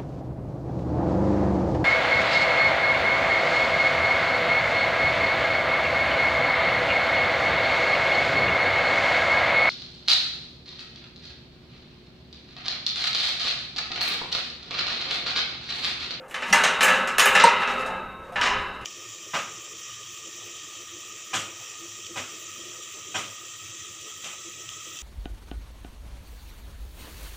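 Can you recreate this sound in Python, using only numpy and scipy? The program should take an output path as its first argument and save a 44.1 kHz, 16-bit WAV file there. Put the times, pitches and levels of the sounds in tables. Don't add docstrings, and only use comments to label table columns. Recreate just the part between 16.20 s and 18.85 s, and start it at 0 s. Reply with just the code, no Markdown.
import sys
import numpy as np
from scipy import signal
from scipy.fft import rfft, irfft
from scipy.io import wavfile
from scipy.ndimage import uniform_filter1d

SR = 44100
rng = np.random.default_rng(int(sys.argv[2]) if len(sys.argv) > 2 else 0)


def decibels_to_gain(level_db):
    exponent = np.asarray(level_db, float) / 20
    return 10 ** exponent


def unload_wav(signal):
    wavfile.write(
        sys.argv[1],
        SR,
        np.round(np.clip(np.atleast_2d(signal).T, -1, 1) * 32767).astype(np.int16),
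    )


N = 116865
LEAD = round(0.3 * SR)


def evened(x):
    return x / np.sqrt(np.mean(x ** 2) + 1e-20)


def lumpy(count, size):
    once = uniform_filter1d(rng.standard_normal(count), size=size)
    return evened(uniform_filter1d(once, size=size))


def read(points, hz):
    f, value = np.transpose(points)
    return np.interp(np.log(hz + 1), np.log(f + 1), value)


def coloured(x, points):
    gain = decibels_to_gain(read(points, np.fft.rfftfreq(x.shape[-1], 1 / SR)))
    return irfft(rfft(x) * gain, x.shape[-1])


# pitch_hz, density_db
WIND_COLOUR = [(15, -22.5), (40, 3), (90, -1.5), (200, -6), (600, -7), (2000, -59), (6000, -39),
               (16000, -44)]
# start_s, level_db
GUSTS = [(0, -74), (.35, -61), (0.951, -64.5), (1.098, -61), (1.45, -60.5), (1.75, -51), (1.93, -60),
         (2.051, -57), (2.421, -51.5), (2.548, -60.5), (2.65, -54)]


def wind():
    frames, hz = N // 256 + 5, np.fft.rfftfreq(1024, 1 / SR)
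    real, imaginary, patches = rng.standard_normal((3, len(hz), frames))
    patches = evened(uniform_filter1d(uniform_filter1d(patches, 10, 0), 10, 1))
    gust_db = 3 * lumpy(frames, 6)
    rise_db = np.interp((np.arange(frames) * 256 - 256) / SR, *np.transpose(GUSTS)) + 55
    low = 1 / (1 + (hz[:, None] / 200) ** 2)
    level_db = read(WIND_COLOUR, hz)[:, None] + patches + low * (gust_db + rise_db)
    z = (real + 1j * imaginary) * decibels_to_gain(level_db)
    return decibels_to_gain(-46.5) * evened(signal.istft(z, nperseg=1024, noverlap=768)[1][:N])


def rings(modes, twin_depth=0.):
    hz, db, t60 = np.transpose(modes)[:, :, None].astype(np.float32)
    t = np.arange(66150, dtype=np.float32) / SR
    decay = np.exp(np.log(10) / 20 * (db - 60 * t / np.maximum(t60, .01)))
    out = decay * np.sin(2 * np.pi * hz * t)
    out[:, :2000] *= 1 - np.exp(-t[:2000] * hz / 0.6)
    if twin_depth:
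        twin_hz = 27.86
        a, b, c, d = rng.random((4, len(hz), 1)).astype(np.float32)
        slow = np.cos(2 * np.pi * (twin_hz * (0.163 + 0.273 * a) * t + c))
        fast = np.cos(2 * np.pi * (twin_hz * (.5 + b) * t + d))
        out *= 1 + twin_depth * (slow + fast)
    return out


# pitch_hz, level_db, t60_s
LATCH = [(1174, -12.5, 0.84), (1520, -14.5, 0.54), (1665, -11.5, 0.89), (1744, -7, 0.4), (1959, -12, 0.79),
         (2287, -19, 0.54), (2460, -11, .5), (2704, -15.5, 0.8), (2794, -17, 1.22), (2855, -16.5, 0.84),
         (2980, -24.5, 0.52), (2990, -16, 0.89), (3210, -55, 0.32), (4005, -37.5, 1.5)]
# pitch_hz, level_db, t60_s
FRAME = [(410.5, -13.5, 1.54), (518, -12.5, 0.89), (595.5, -17, 0.64), (663, -16, 0.63), (810, -12, 1.22),
         (900, -14, 0.9), (929.6, -7, 0.87), (982, -16, 3), (1066, -10.5, 0.72), (1095, -18, 0.61),
         (1194, -11, 0.74), (1263, -1, 1.09), (1390, -9.5, 1.8), (1526, -7, 1.6)]


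def tubes():
    return rings(LATCH, 0.71), rings(FRAME, 0.71)


# pitch_hz, level_db
BARS = [(71, -26), (120, -43), (184, -15.5), (337, -21), (507, -4.5), (763, -9.5), (944, -2), (2730, -3),
        (6000, -20.5), (7800, -37), (13200, -120)]
# pitch_hz, t60_s
BARS_T60 = [(150, 1), (600, 0.69), (1500, 1), (2200, 0.62), (3000, 0.66), (6000, 1)]


def bars(count=5):
    spot, hold = rng.random((2, 420))
    hz = 150 + 5200 * spot ** 1.4
    level_db = read(BARS, hz) - 14 * spot ** 8
    t60 = read(BARS_T60, hz) * (.5 + hold ** 2)
    ring = rings(np.transpose([hz, level_db, t60]))
    out = rng.standard_normal((count, len(hz))).astype(np.float32) @ ring
    return out / np.sqrt(np.mean(out[:, :2000] ** 2))


# start_s, level_db, grit_brightness_db
SCRAPE = [(0, -37.5, -17.5), (.09, -45, -21), (.2, -39, -9), (.3, -29, -1.5), (0.521, -31, -9.5),
          (0.651, -23.5, -20), (.8, -23, -11.5), (.95, -30, -26), (1.17, -26, -12.5), (1.44, -26, -15),
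          (1.62, -25.5, -14.5), (1.68, -26, -15), (1.76, -29, -23), (1.95, -40, -25), (2.1, -40, -16),
          (2.28, -28, -16), (2.45, -32.5, -21), (2.65, -41.5, -15)]


def scrape(latch, frame, dense):
    s, db, grit_db = np.transpose(SCRAPE)
    now = np.arange(N) / SR
    size = decibels_to_gain(1.56 * np.minimum(rng.exponential(1, (2, N)), 3)) * rng.choice([-1, 1], (2, N))
    ticks = rng.random((2, N)) < 1500 / SR
    slips = size * ticks * decibels_to_gain(np.interp(now, s, db) - 19)
    damped = np.exp(-np.arange(8000) / SR / 0.04)
    steel = dense[0] + dense[1] + 0.17 * latch.sum(0) + 0.74 * frame.sum(0)
    dull = coloured(steel[:8000], [(300, 3), (1000, -1.5), (2000, -11), (5000, -24)])
    body = signal.oaconvolve(slips[0], dull * damped)[:N]
    grit = np.sqrt(abs(signal.oaconvolve(slips[1] ** 2, damped ** 19)[:N]))
    grit *= decibels_to_gain(np.interp(now, s, grit_db)) * decibels_to_gain(3 * lumpy(N, 1500))
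    hiss = coloured(rng.standard_normal(N), SIZZLE)
    hiss = coloured(hiss, [(1500, -32), (3000, -2), (7000, -6), (14000, -5.5)])
    return body + 1.54 * grit * evened(hiss)


# start_s, pitch_hz, level_db, t60_s
ACCENTS = [(-.1, 520, -33, 0.65), (0.301, 188, -34.5, 0.64), (.328, 2028, -15, 0.31),
           (0.33, 1520, -21.5, 0.93), (0.327, 5750, -17, 0.044), (0.503, 1304, -24.5, 0.56),
           (0.629, 2410, -15, 0.11), (0.627, 1700, -24.5, 0.92), (.607, 188, -40, 1.1),
           (.875, 6900, -36, 0.14), (.982, 2636, -19, 0.25), (.996, 1707, -19, 0.4),
           (.996, 6790, -27.5, 0.55), (1.201, 2080, -11, 0.034), (1.201, 3670, -20, 0.053),
           (1.251, 2650, -35, 2.2), (1.249, 1302, -29, 2), (1.239, 930, -10, 0.34),
           (1.239, 952, -12.5, 0.32), (1.238, 1556, -12, 0.076), (1.239, 507, -21, 0.27),
           (1.238, 183, -27, 0.27), (1.239, 8300, -17, 0.028), (1.237, 6050, -18.5, 0.035),
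           (1.251, 3776, -44.5, 2.1), (1.6, 518, -34, 0.58), (2.164, 976, -29, 0.72),
           (2.214, 3790, -44, 1.57), (2.256, 5216, -43, 0.72), (2.255, 1004, -26.5, 0.93),
           (1.239, 1060, -20, 0.13), (1.251, 470, -19.5, 0.14), (1.239, 690, -16, 0.076),
           (1.68, 880, -33, 0.6), (1.15, 1667, -23, 0.27), (1.198, 2064, -27.5, .6), (1.42, 2649, -38.5, 2),
           (1.45, 2613, -46, 1.8), (1.33, 995, -28, 1), (1.42, 1540, -41, 2.5), (1.62, 437, -35.5, 0.38),
           (1.66, 660, -36, 0.54), (1.75, 365, -44, 0.7), (2.09, 521, -36, 0.32), (2.12, 710, -41, 0.34),
           (1.244, 562, -18.5, 0.12), (.34, 935, -27, 0.53), (1.9, 1066, -44.5, 0.92)]


def accents():
    out = np.zeros(N + LEAD + 70000)
    for s, ring in zip(np.transpose(ACCENTS)[0], rings(np.array(ACCENTS)[:, 1:], 0.56)):
        at = LEAD + round(s * SR)
        out[at:at + len(ring)] += ring
    return out


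# pitch_hz, level_db, t60_s
RAILS = [(2650, -15, 1.35), (2693, -16, 1.04), (1302, -14.5, 2.07), (2055, -11, 0.92), (3763, -24, 1.94),
         (3860, -28, 1.8), (1879, -26, 1.2)]


def rails():
    return rings(RAILS, 0.52).sum(0)


# pitch_hz, level_db, t60_s
BOLT = [(5185, -1, 0.47), (6930, -7, 0.29), (10000, -22, 0.13)]


def bolt():
    return rings(BOLT, 0.71)


# pitch_hz, level_db
SIZZLE = [(1760, -5.5), (3000, 2), (5740, -3.5), (6720, -1), (8560, -5.5), (14200, -21), (16000, -26),
          (16500, -58)]
# pitch_hz, t60_s
SIZZLE_T60 = [(3000, 0.39), (7000, 0.39), (12000, 0.25), (16000, 0.3)]


def sizzle(top_db, partials):
    noise = irfft(rfft(rng.standard_normal(SR)) * partials, SR)
    hz, t, z = signal.stft(coloured(noise, SIZZLE), SR, nperseg=128)
    bands_db = 2 * evened(uniform_filter1d(rng.standard_normal(len(hz)), size=2))
    tilt_db = bands_db + top_db * np.clip(np.log2(hz / 7000 + 1e-9), -.3, 1)
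    decay_db = 60 * t / read(SIZZLE_T60, hz)[:, None]
    out = signal.istft(z * decibels_to_gain(tilt_db[:, None] - decay_db), SR, nperseg=128)[1]
    now = np.arange(len(out)) / SR
    chatter = evened(uniform_filter1d(rng.exponential(1, len(out)) - 1, size=60))
    out = out * decibels_to_gain(3.5 * np.exp(-now / .02) + 1.5 * chatter * np.exp(-now / .08))
    return out / np.sqrt(np.mean(out[:600] ** 2))


def place(count):
    return decibels_to_gain(2.5 * rng.standard_normal(count)) * rng.choice([-1, 1], count)


# start_s, force_db, brightness_db, top_treble_db
FAINT_KNOCK = (0.5, -33, -25, -5)
# start_s, force_db, brightness_db, top_treble_db
KNOCKS = [(0.082, -50.5, -4.5, 13), (0.097, -44.5, -7, 9), (0.11, -30.5, -17, 12), (0.142, -18.5, -18, -3),
          (0.222, -17.5, -19, -16), (0.327, -7.5, -11.5, 0), (0.329, -6.5, -15, 2), (0.437, -7, -12, -3.5),
          (0.607, -6.5, -16, -3.5), (0.628, -9.5, -11.5, 12.5), (0.68, -7, -20, -3), (0.874, -20, -12, 0.5),
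          (0.982, -7, -12.5, 11.5), (0.996, -7, -8.5, 3), (1.056, -6, -17, 16), (1.151, -4, -17.5, -3.5),
          (1.199, -10.5, -10, -20), (1.239, -11.5, -9.5, -6), (1.251, -12, -25, 3), (1.279, -13, -44, 4),
          (1.42, -15, -23, -18), (1.475, -16.5, -19.5, -15), (1.62, -28, -26, -10), (1.66, -37.5, -5.5, 4),
          (2.123, -48, -6.5, 9), (2.158, -13.5, -26, -11), (2.213, -10.5, -14, -18),
          (2.235, -18.5, -10.5, -11), (2.256, -13, -15, -9), (2.272, -20.5, -12.5, -14),
          (2.308, -21, -19, -28), (2.355, -22.5, -32, -31), (2.611, -36, -18, 2)]


def knocks(latch, frame, dense):
    out = np.zeros(N + LEAD + 70000)
    rail_ring, bolt_ring = rails(), bolt()
    t = np.arange(1500) / SR
    partials = decibels_to_gain(3.5 * lumpy(SR // 2 + 1, 20))
    for k, (s, force_db, bright_db, top_db) in enumerate([FAINT_KNOCK] + list(KNOCKS)):
        low = 0.78 * place(len(latch)) @ latch + 0.22 * place(len(frame)) @ frame
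        low += 0.72 * place(1) * rail_ring
        body = decibels_to_gain(-10.5) * low + decibels_to_gain(-14) * dense[k % len(dense)]
        crack = coloured(rng.standard_normal(len(t)), BARS) * 3 * np.exp(-t / 0.0033)
        body[:len(t)] += decibels_to_gain(-34) * crack
        high = decibels_to_gain(-17.5) * place(len(bolt_ring)) @ bolt_ring
        high[:SR] += decibels_to_gain(-2.5) * sizzle(top_db, partials)[:SR]
        at = LEAD + round(s * SR)
        out[at:at + len(body)] += decibels_to_gain(force_db) * (body + decibels_to_gain(bright_db) * high)
    return out


def gate():
    latch, frame = tubes()
    dense = bars()
    struck = knocks(latch, frame, dense) + accents()
    low_cut = signal.butter(4, 155, "high", fs=SR, output="sos")
    struck = signal.sosfilt(low_cut, struck)[LEAD:LEAD + N]
    return struck + scrape(latch, frame, dense)


# pitch_hz, level_db
SIDE_DB = [(30, -34), (150, -27.5), (500, -39.5), (1500, -48), (4000, -31), (14000, -20)]


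def scene():
    mid = wind() + gate()
    hz, t, z = signal.stft(mid, SR, nperseg=512)
    turned = z * np.exp(2j * np.pi * rng.random(z.shape)) * decibels_to_gain(read(SIDE_DB, hz))[:, None]
    patches = uniform_filter1d(rng.standard_normal(z.shape), size=40, axis=0)
    patches = evened(uniform_filter1d(patches, size=3, axis=1))
    side = signal.istft(turned * decibels_to_gain(6 * patches), SR, nperseg=512)[1][:N]
    return np.array([mid + side, mid - side])


def band_limit(x):
    return signal.sosfilt(signal.butter(12, 16830, fs=SR, output="sos"), x)


def record(dry):
    limited = 1.246 * np.tanh(dry / 1.341)
    mix = coloured(limited, [(15500, 0), (15900, -46)])
    return band_limit(mix)


dry = scene()
out = record(dry)
unload_wav(out)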